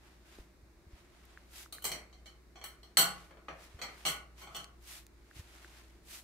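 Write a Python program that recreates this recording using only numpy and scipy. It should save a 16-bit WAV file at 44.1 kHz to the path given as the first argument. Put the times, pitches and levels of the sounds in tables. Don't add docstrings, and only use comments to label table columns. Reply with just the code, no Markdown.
import sys
import numpy as np
from scipy import signal
from scipy.fft import rfft, irfft, next_fast_len
from scipy.io import wavfile

SR = 44100
rng = np.random.default_rng(int(sys.argv[2]) if len(sys.argv) > 2 else 0)


def inscribe(sig):
    pcm = np.round(np.clip(np.atleast_2d(sig).T, -1, 1) * 32767)
    wavfile.write(sys.argv[1], SR, pcm.astype(np.int16))


N = 274743
RING = 24000


def undb(db):
    return 10 ** (np.asarray(db) / 20)


def along(points, hz):
    point_hz, value = np.transpose(points)
    return np.interp(np.log(np.maximum(hz, 1)), np.log(point_hz), value)


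def colour(x, points):
    size = 2 * next_fast_len(x.shape[-1])
    gain = undb(along(points, np.fft.rfftfreq(size, 1 / SR)))
    cepstrum = irfft(np.log(gain))
    cepstrum[1:size // 2] *= 2
    cepstrum[size // 2 + 1:] = 0
    response = np.exp(rfft(cepstrum))
    return irfft(rfft(x, size) * response)[..., :x.shape[-1]]


def band(x, lo_hz, hi_hz, order=2):
    edges_hz = [lo_hz, min(hi_hz, SR / 2 - 100)]
    return signal.sosfilt(signal.butter(order, edges_hz, "band", fs=SR, output="sos"), x)


def level(x, db, count=None):
    return x * undb(db) / np.sqrt(np.mean(x[..., :count] ** 2))


def add(out, start_s, x):
    i = int(start_s * SR)
    out[:, i:i + x.shape[-1]] += x[..., :max(N - i, 0)]


def stereo_noise(count, alike_hz=850):
    mid, side = rfft(rng.standard_normal((2, count)))
    alike = .92 / (1 + (np.fft.rfftfreq(count, 1 / SR) / alike_hz) ** 2)
    sign = np.array([[1], [-1]])
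    ports = mid * np.sqrt(1 + alike) + side * np.sqrt(1 - alike) * sign
    return irfft(ports, count) / np.sqrt(2)


# pitch_hz [Hz], level_db [dB rms before swell and waver]
HUM_PARTIALS = [(59.2, -63), (118.4, -84.5)]
# freq_hz [Hz], density_db [relative dB per Hz]
AIR_SPECTRUM = [(13, -66), (22, -26), (41, -15.5), (64, -32), (102, -13.5), (187, -11.5), (260, -14.5),
                (352, -10), (516, -21), (608, -18.5), (717, -22.5), (2210, -25), (3160, -35), (3820, -30),
                (15500, -41)]
AIR_DB = -65.5
APPROACH_S = (.7, 4.4)
HUM_FAR_DB, HUM_NEAR_DB = -1.8, 2


def appliance(waver_db=-2.5, fan_db=-74, rumble_db=-68, port_phase_rad=0.25):
    t = np.arange(N) / SR
    waver = np.interp(t, np.linspace(0, t[-1], 40), rng.standard_normal(40))
    swell_db = np.interp(t, APPROACH_S, [HUM_FAR_DB, HUM_NEAR_DB])
    phase_rad = np.array([[port_phase_rad], [0]])
    hum = sum(level(np.sin(2 * np.pi * pitch_hz * t + phase_rad), level_db)
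              for pitch_hz, level_db in HUM_PARTIALS)
    fan = level(band(stereo_noise(N), 327, 355), fan_db)
    rumble = level(band(stereo_noise(N), 32, 74), rumble_db)
    air = level(colour(stereo_noise(N), AIR_SPECTRUM), AIR_DB)
    return hum * undb(swell_db + waver_db * waver) + fan + rumble + air


# freq_hz [Hz], density_db [relative dB per Hz]
CLOTH_SPECTRUM = [(300, -23), (600, 1.5), (1000, 0.5), (2000, 3), (3500, -0.5), (6000, -4.5), (10000, -8),
                  (14000, -12), (15500, -19)]


def cloth(count, tilt_db_per_octave, grain_db=2.0, uneven_db=1.23):
    def wander(points):
        return np.interp(np.linspace(0, points - 1, count), np.arange(points), rng.standard_normal(points))

    gain_db = grain_db * wander(3000) + uneven_db * wander(100)
    catches = stereo_noise(count) * undb(gain_db)
    tilted = [(freq_hz, density_db + tilt_db_per_octave * np.log2(freq_hz))
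              for freq_hz, density_db in CLOTH_SPECTRUM]
    return colour(catches, tilted)


SWISH_TILT_DB_PER_OCTAVE, SWISH_REF_DB = 1.5, -55
TILT_PER_DB = 0.3
# middle_s [s], half_s [s, Gaussian sigma], level_db [dB rms before the swell envelope]
ARM_MOVES = [(0.08, 0.086, -65.5), (0.348, 0.071, -60.5), (0.974, 0.058, -65.5), (1.276, 0.18, -65),
             (1.588, 0.044, -49.5), (3.199, 0.073, -60.5), (3.631, .032, -57.5), (3.719, 0.13, -63.5),
             (3.988, 0.084, -59.5), (4.409, 0.026, -56), (4.576, 0.046, -57.5), (4.929, .054, -49.5),
             (5.384, 0.025, -54.5), (5.61, 0.21, -60), (5.778, 0.031, -59.5), (6.145, 0.044, -48)]


def sleeves():
    out = np.zeros((2, N))
    t = (np.arange(2 * RING) - RING) / SR
    for middle_s, half_s, level_db in ARM_MOVES:
        tilt = SWISH_TILT_DB_PER_OCTAVE + TILT_PER_DB * (level_db - SWISH_REF_DB)
        swish = level(cloth(len(t), tilt), level_db) * np.exp(-(t / half_s) ** 2 / 2)
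        add(out, max(middle_s + t[0], 0), swish[:, middle_s + t >= 0])
    return out


def pip(hz, length_s, grit_db):
    t = np.arange(RING // 4) / SR
    grit = level(band(rng.standard_normal(len(t)), hz / 3, hz * 2), grit_db) / 2
    envelope = t / length_s * np.exp(1 - t / length_s)
    return envelope * (np.sin(2 * np.pi * hz * t) + grit) / np.hypot(1, undb(grit_db))


TICK_S, CASE_HZ = 0.00057, 1600
TICK_GRIT_DB, GRIT_DB_PER_OCTAVE = -18, 16.5
BUMP_CYCLES = 0.47
# start_s [s], peak_db [approximate dB], pitch_hz [Hz]
GRIP_TICKS = [(1.253, -50.5, 13200), (1.3744, -39.5, 1620), (1.6607, -44.5, 1310), (1.784, -41, 1660),
              (4.566, -31, 9350), (4.6434, -34, 4430), (5.0661, -45.5, 7040), (5.312, -45.5, 1620),
              (5.6463, -40, 1570)]
# start_s [s], peak_db [approximate dB], pitch_hz [Hz]
SOFT_BUMPS = [(0.386, -42.5, 340), (0.392, -44, 47.7), (0.628, -53, 71), (0.865, -50.5, 75),
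              (.93, -45.5, 51.7), (3.744, -42.5, 65), (5.362, -47, 114), (5.391, -40, 82)]


def handling(bump_grit_db=-3):
    out = np.zeros((2, N))
    for start_s, peak_db, pitch_hz in GRIP_TICKS:
        grit_db = TICK_GRIT_DB + GRIT_DB_PER_OCTAVE * np.log2(pitch_hz / CASE_HZ)
        add(out, start_s, undb(peak_db) * pip(pitch_hz, TICK_S, grit_db))
    for start_s, peak_db, pitch_hz in SOFT_BUMPS:
        add(out, start_s, undb(peak_db) * pip(pitch_hz, BUMP_CYCLES / pitch_hz, bump_grit_db))
    return out


def contact(chatter_s, bounce=0.47, count=9):
    when, size = rng.random((2, count))
    when = (np.arange(count) + when) / count
    chatter_s = np.clip(chatter_s, 0, .2)
    force = np.zeros(RING)
    force[0] = 1
    rebounds = bounce * np.sqrt(chatter_s / 0.011) * (.5 + size) * (1 - when)
    force[1 + (when * chatter_s * SR).astype(int)] += rebounds
    return force


# freq_hz [Hz], t60_s [s]
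ROOM_DECAY = [(120, 0.48), (700, 0.47), (1900, 0.4), (4800, 0.25), (9000, 0.25), (15000, 0.2)]


def room(direct_db, build_s=0.00033, near_s=0.0019, near_db=-4):
    t, hz = np.arange(RING) / SR, np.fft.rfftfreq(RING, 1 / SR)
    noise = rfft(stereo_noise(RING))
    octave = np.round(np.log2(np.clip(hz, 125, None)))
    tail = sum(irfft(noise * (octave == k)) * undb(-60 * t / along(ROOM_DECAY, 2 ** k))
               for k in np.unique(octave))
    tail *= 1 - np.exp(-t / build_s)
    near = stereo_noise(RING) * t * np.exp(-2 * t / near_s)
    near *= undb(near_db) / np.sqrt(np.sum(near ** 2) / 2)
    near[[0, 1], [2, 3]] += .5
    return level(tail, 0) + level(near, direct_db)


def through(x, paths):
    return signal.fftconvolve(np.atleast_2d(x), paths, axes=1)[:, :RING]


def ring(blow, hz, db, t60_s, rise_s=0.00009):
    t, size = np.arange(RING // 2) / SR, 3 * RING // 2
    decay = np.exp(-np.log(1000) * np.outer(1 / t60_s, t))
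    partials = np.sin(2 * np.pi * np.outer(hz, t)) * decay * (1 - np.exp(-t / rise_s))
    partials, drive = rfft(partials, size), rfft(blow, size)
    energy = np.abs(drive) ** 2 @ np.abs(partials.T) ** 2
    return irfft(drive * ((undb(db) / np.sqrt(energy)) @ partials), size)[:, :RING]


STICK_PITCHES = [1900, 2110, 2290, 3060, 3220, 4290, 4450, 5850, 6490, 7680, 8030, 8850, 9510, 10450, 11350,
                 11890, 12320, 14700, 15000]
# level_db [relative dB before scatter], t60_s [s]
STICK_MODES = [(-4, 0.0023), (-0.5, 0.01), (-8, .012), (4, 0.046), (0.5, 0.03), (4, 0.014), (-25.5, 0.13),
               (-2.5, 0.054), (-8, 0.02), (-10, 0.053), (-9, 0.075), (-11, .018), (-5, 0.0096),
               (-20.5, 0.035), (-14, 0.031), (-6, 0.063), (-6, 0.029), (-48, 0.017), (-15, .03)]
# freq_hz [Hz], density_db [relative dB per Hz]
CRACK_SPECTRUM = [(800, -3), (1800, -6.5), (2800, 1.5), (5000, -3), (6200, 4), (9000, 0.5), (12000, -3),
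                  (15500, 0.5)]


def ring_sticks(blow, scatter_db=3, crack_db=-3):
    mode_db, t60_s = np.transpose(STICK_MODES)
    louder, higher = rng.standard_normal((2, len(STICK_MODES)))
    hz = STICK_PITCHES * (1 + .007 * higher)
    modes = level(ring(blow, hz, mode_db + scatter_db * louder, t60_s), 0)
    return modes + level(colour(blow, CRACK_SPECTRUM), crack_db)


PLATE_PITCHES = [3011, 3057, 4305, 4886, 5862, 6520, 8002, 8815, 9470, 11860, 12292, 13300, 14550, 14820]
# level_db [relative dB], t60_s [s]
PLATE_MODES = [(-54, 0.75), (-27, 0.56), (7, 0.03), (-15, 0.31), (-13, 0.23), (-2.5, 0.16), (6.5, 0.051),
               (-10.5, 0.075), (0.5, 0.045), (-2, 0.1), (-2.5, 0.094), (-12, .05), (-21, .08), (-4, 0.074)]


def ring_plate(blow):
    return ring(blow, PLATE_PITCHES, *np.transpose(PLATE_MODES))


DISH_RISE_CYCLES = 3.1
DISH_PITCHES = [138, 180, 690, 738, 825, 1135, 1209, 1296, 1428, 1465]
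# level_db [relative dB], t60_s [s]
DISH_MODES = [(-7.5, 0.39), (-3, 0.16), (-5.5, 0.24), (-15, 0.079), (0, 0.024), (2.5, 0.017), (0, 0.019),
              (2.5, 0.056), (-1.5, 0.25), (3, 0.23)]


def ring_dish(blow):
    rise_s = DISH_RISE_CYCLES / np.array(DISH_PITCHES)[:, None]
    return ring(blow, DISH_PITCHES, *np.transpose(DISH_MODES), rise_s=rise_s)


# freq_hz [Hz], density_db [relative dB per Hz]
TABLE_SPECTRUM = [(60, -33.5), (110, -13), (165, 2), (250, -3.5), (350, 0.5), (480, 1), (720, 3.5),
                  (1000, -1), (1500, 1), (2300, -1.5), (3500, -9.5), (6000, -24.5), (15000, -65)]


def knock_table(blow):
    return colour(blow, TABLE_SPECTRUM)


STICK_DB, STICK_SOFT_LOSS_DB = 8, 26
RING_LOSS_POWER = 3.83
TREBLE_DB, TREBLE_SOFT_LOSS_DB = 11, 51
PLATE_DB, DISH_DB = -1.5, 2
CHINA_SHIELD_DB = 10.5
DIRECT_DB = -5
KNOCK_PAN_DB, STICK_PAN_DB, TREBLE_PAN_DB, PLATE_PAN_DB = 1.5, -.5, 0.5, -0.5
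# start_s [s], strength_db [dB], hardness [clipped to 0-1],
# china_db [dB, how squarely it lands on china], chatter_s [s]
BLOWS = [(1.7248, -58, 0.97, -6.5, 0.0054), (1.822, -66, 1, 0, 0.006), (1.842, -50.5, .98, -12, 0.0072),
         (1.851, -46.5, 0.97, -15, 0.0029), (1.9164, -48, 0.81, -23, .001), (1.964, -55, 0, -33, 0.00096),
         (2.127, -66.5, 0.38, -14, .012), (2.258, -62, 0.63, -11.5, 0.021),
         (2.557, -55.5, 0.19, -15.5, 0.026), (2.614, -54.5, 0.23, -15, 0.0057),
         (2.640, -56, 0.94, -5, 0.0051), (2.831, -66, .6, -11, 0.0067), (2.9702, -35, 0.84, 4, 0.0027),
         (2.986, -36, 0.95, -4.5, 0.037), (3.309, -58.5, 0.04, -19, 0.0094), (3.371, -59.5, 0, -10, 0.0011),
         (3.484, -43, 0.03, -21.5, 0.0066), (3.79, -53, 0.13, -6.5, 0.015),
         (3.8157, -47, 0.49, -10.5, .018), (3.885, -53.5, 0, -31, 0.01), (4.052, -40.5, 0.61, -6, .02),
         (4.063, -43.5, 0.87, -12, 0.03), (4.086, -50, 0.93, -15, .006), (4.415, -55, 0.27, -4, 0.045),
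         (4.473, -52, 0.09, -6.5, 0.0038), (4.547, -49.5, 0.49, -4, 0.041)]


def chopsticks(split_hz=7000):
    out = np.zeros((2, N))
    for start_s, strength_db, hardness, china_db, chatter_s in BLOWS:
        blow = through(contact(chatter_s), room(DIRECT_DB))
        stick = ring_sticks(blow)
        soft = 1 - np.clip(hardness, 0, 1)
        stick_db = STICK_DB - STICK_SOFT_LOSS_DB * soft ** RING_LOSS_POWER
        treble_db = TREBLE_DB - TREBLE_SOFT_LOSS_DB * soft
        on_china = 1 / (1 + undb(-2 * china_db))
        parts = [(knock_table(blow), -CHINA_SHIELD_DB * on_china, KNOCK_PAN_DB),
                 (ring_dish(blow), DISH_DB + 10 * np.log10(on_china), KNOCK_PAN_DB),
                 (band(stick, 1130, split_hz, order=5), stick_db, STICK_PAN_DB),
                 (band(stick, split_hz, 16700, order=5), treble_db, TREBLE_PAN_DB),
                 (ring_plate(blow), PLATE_DB + stick_db + china_db, PLATE_PAN_DB)]
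        for part, part_db, pan_db in parts:
            pan = undb(np.array([[pan_db], [-pan_db]]) / 2)
            add(out, start_s, level(part, strength_db + part_db, count=1323) * pan)
    return out


def scene():
    return appliance() + sleeves() + handling() + chopsticks()


TOP_HZ = 15600


def record(dry):
    return signal.sosfilt(signal.ellip(10, .2, 80, TOP_HZ, fs=SR, output="sos"), dry)


dry = scene()
out = record(dry)
inscribe(out)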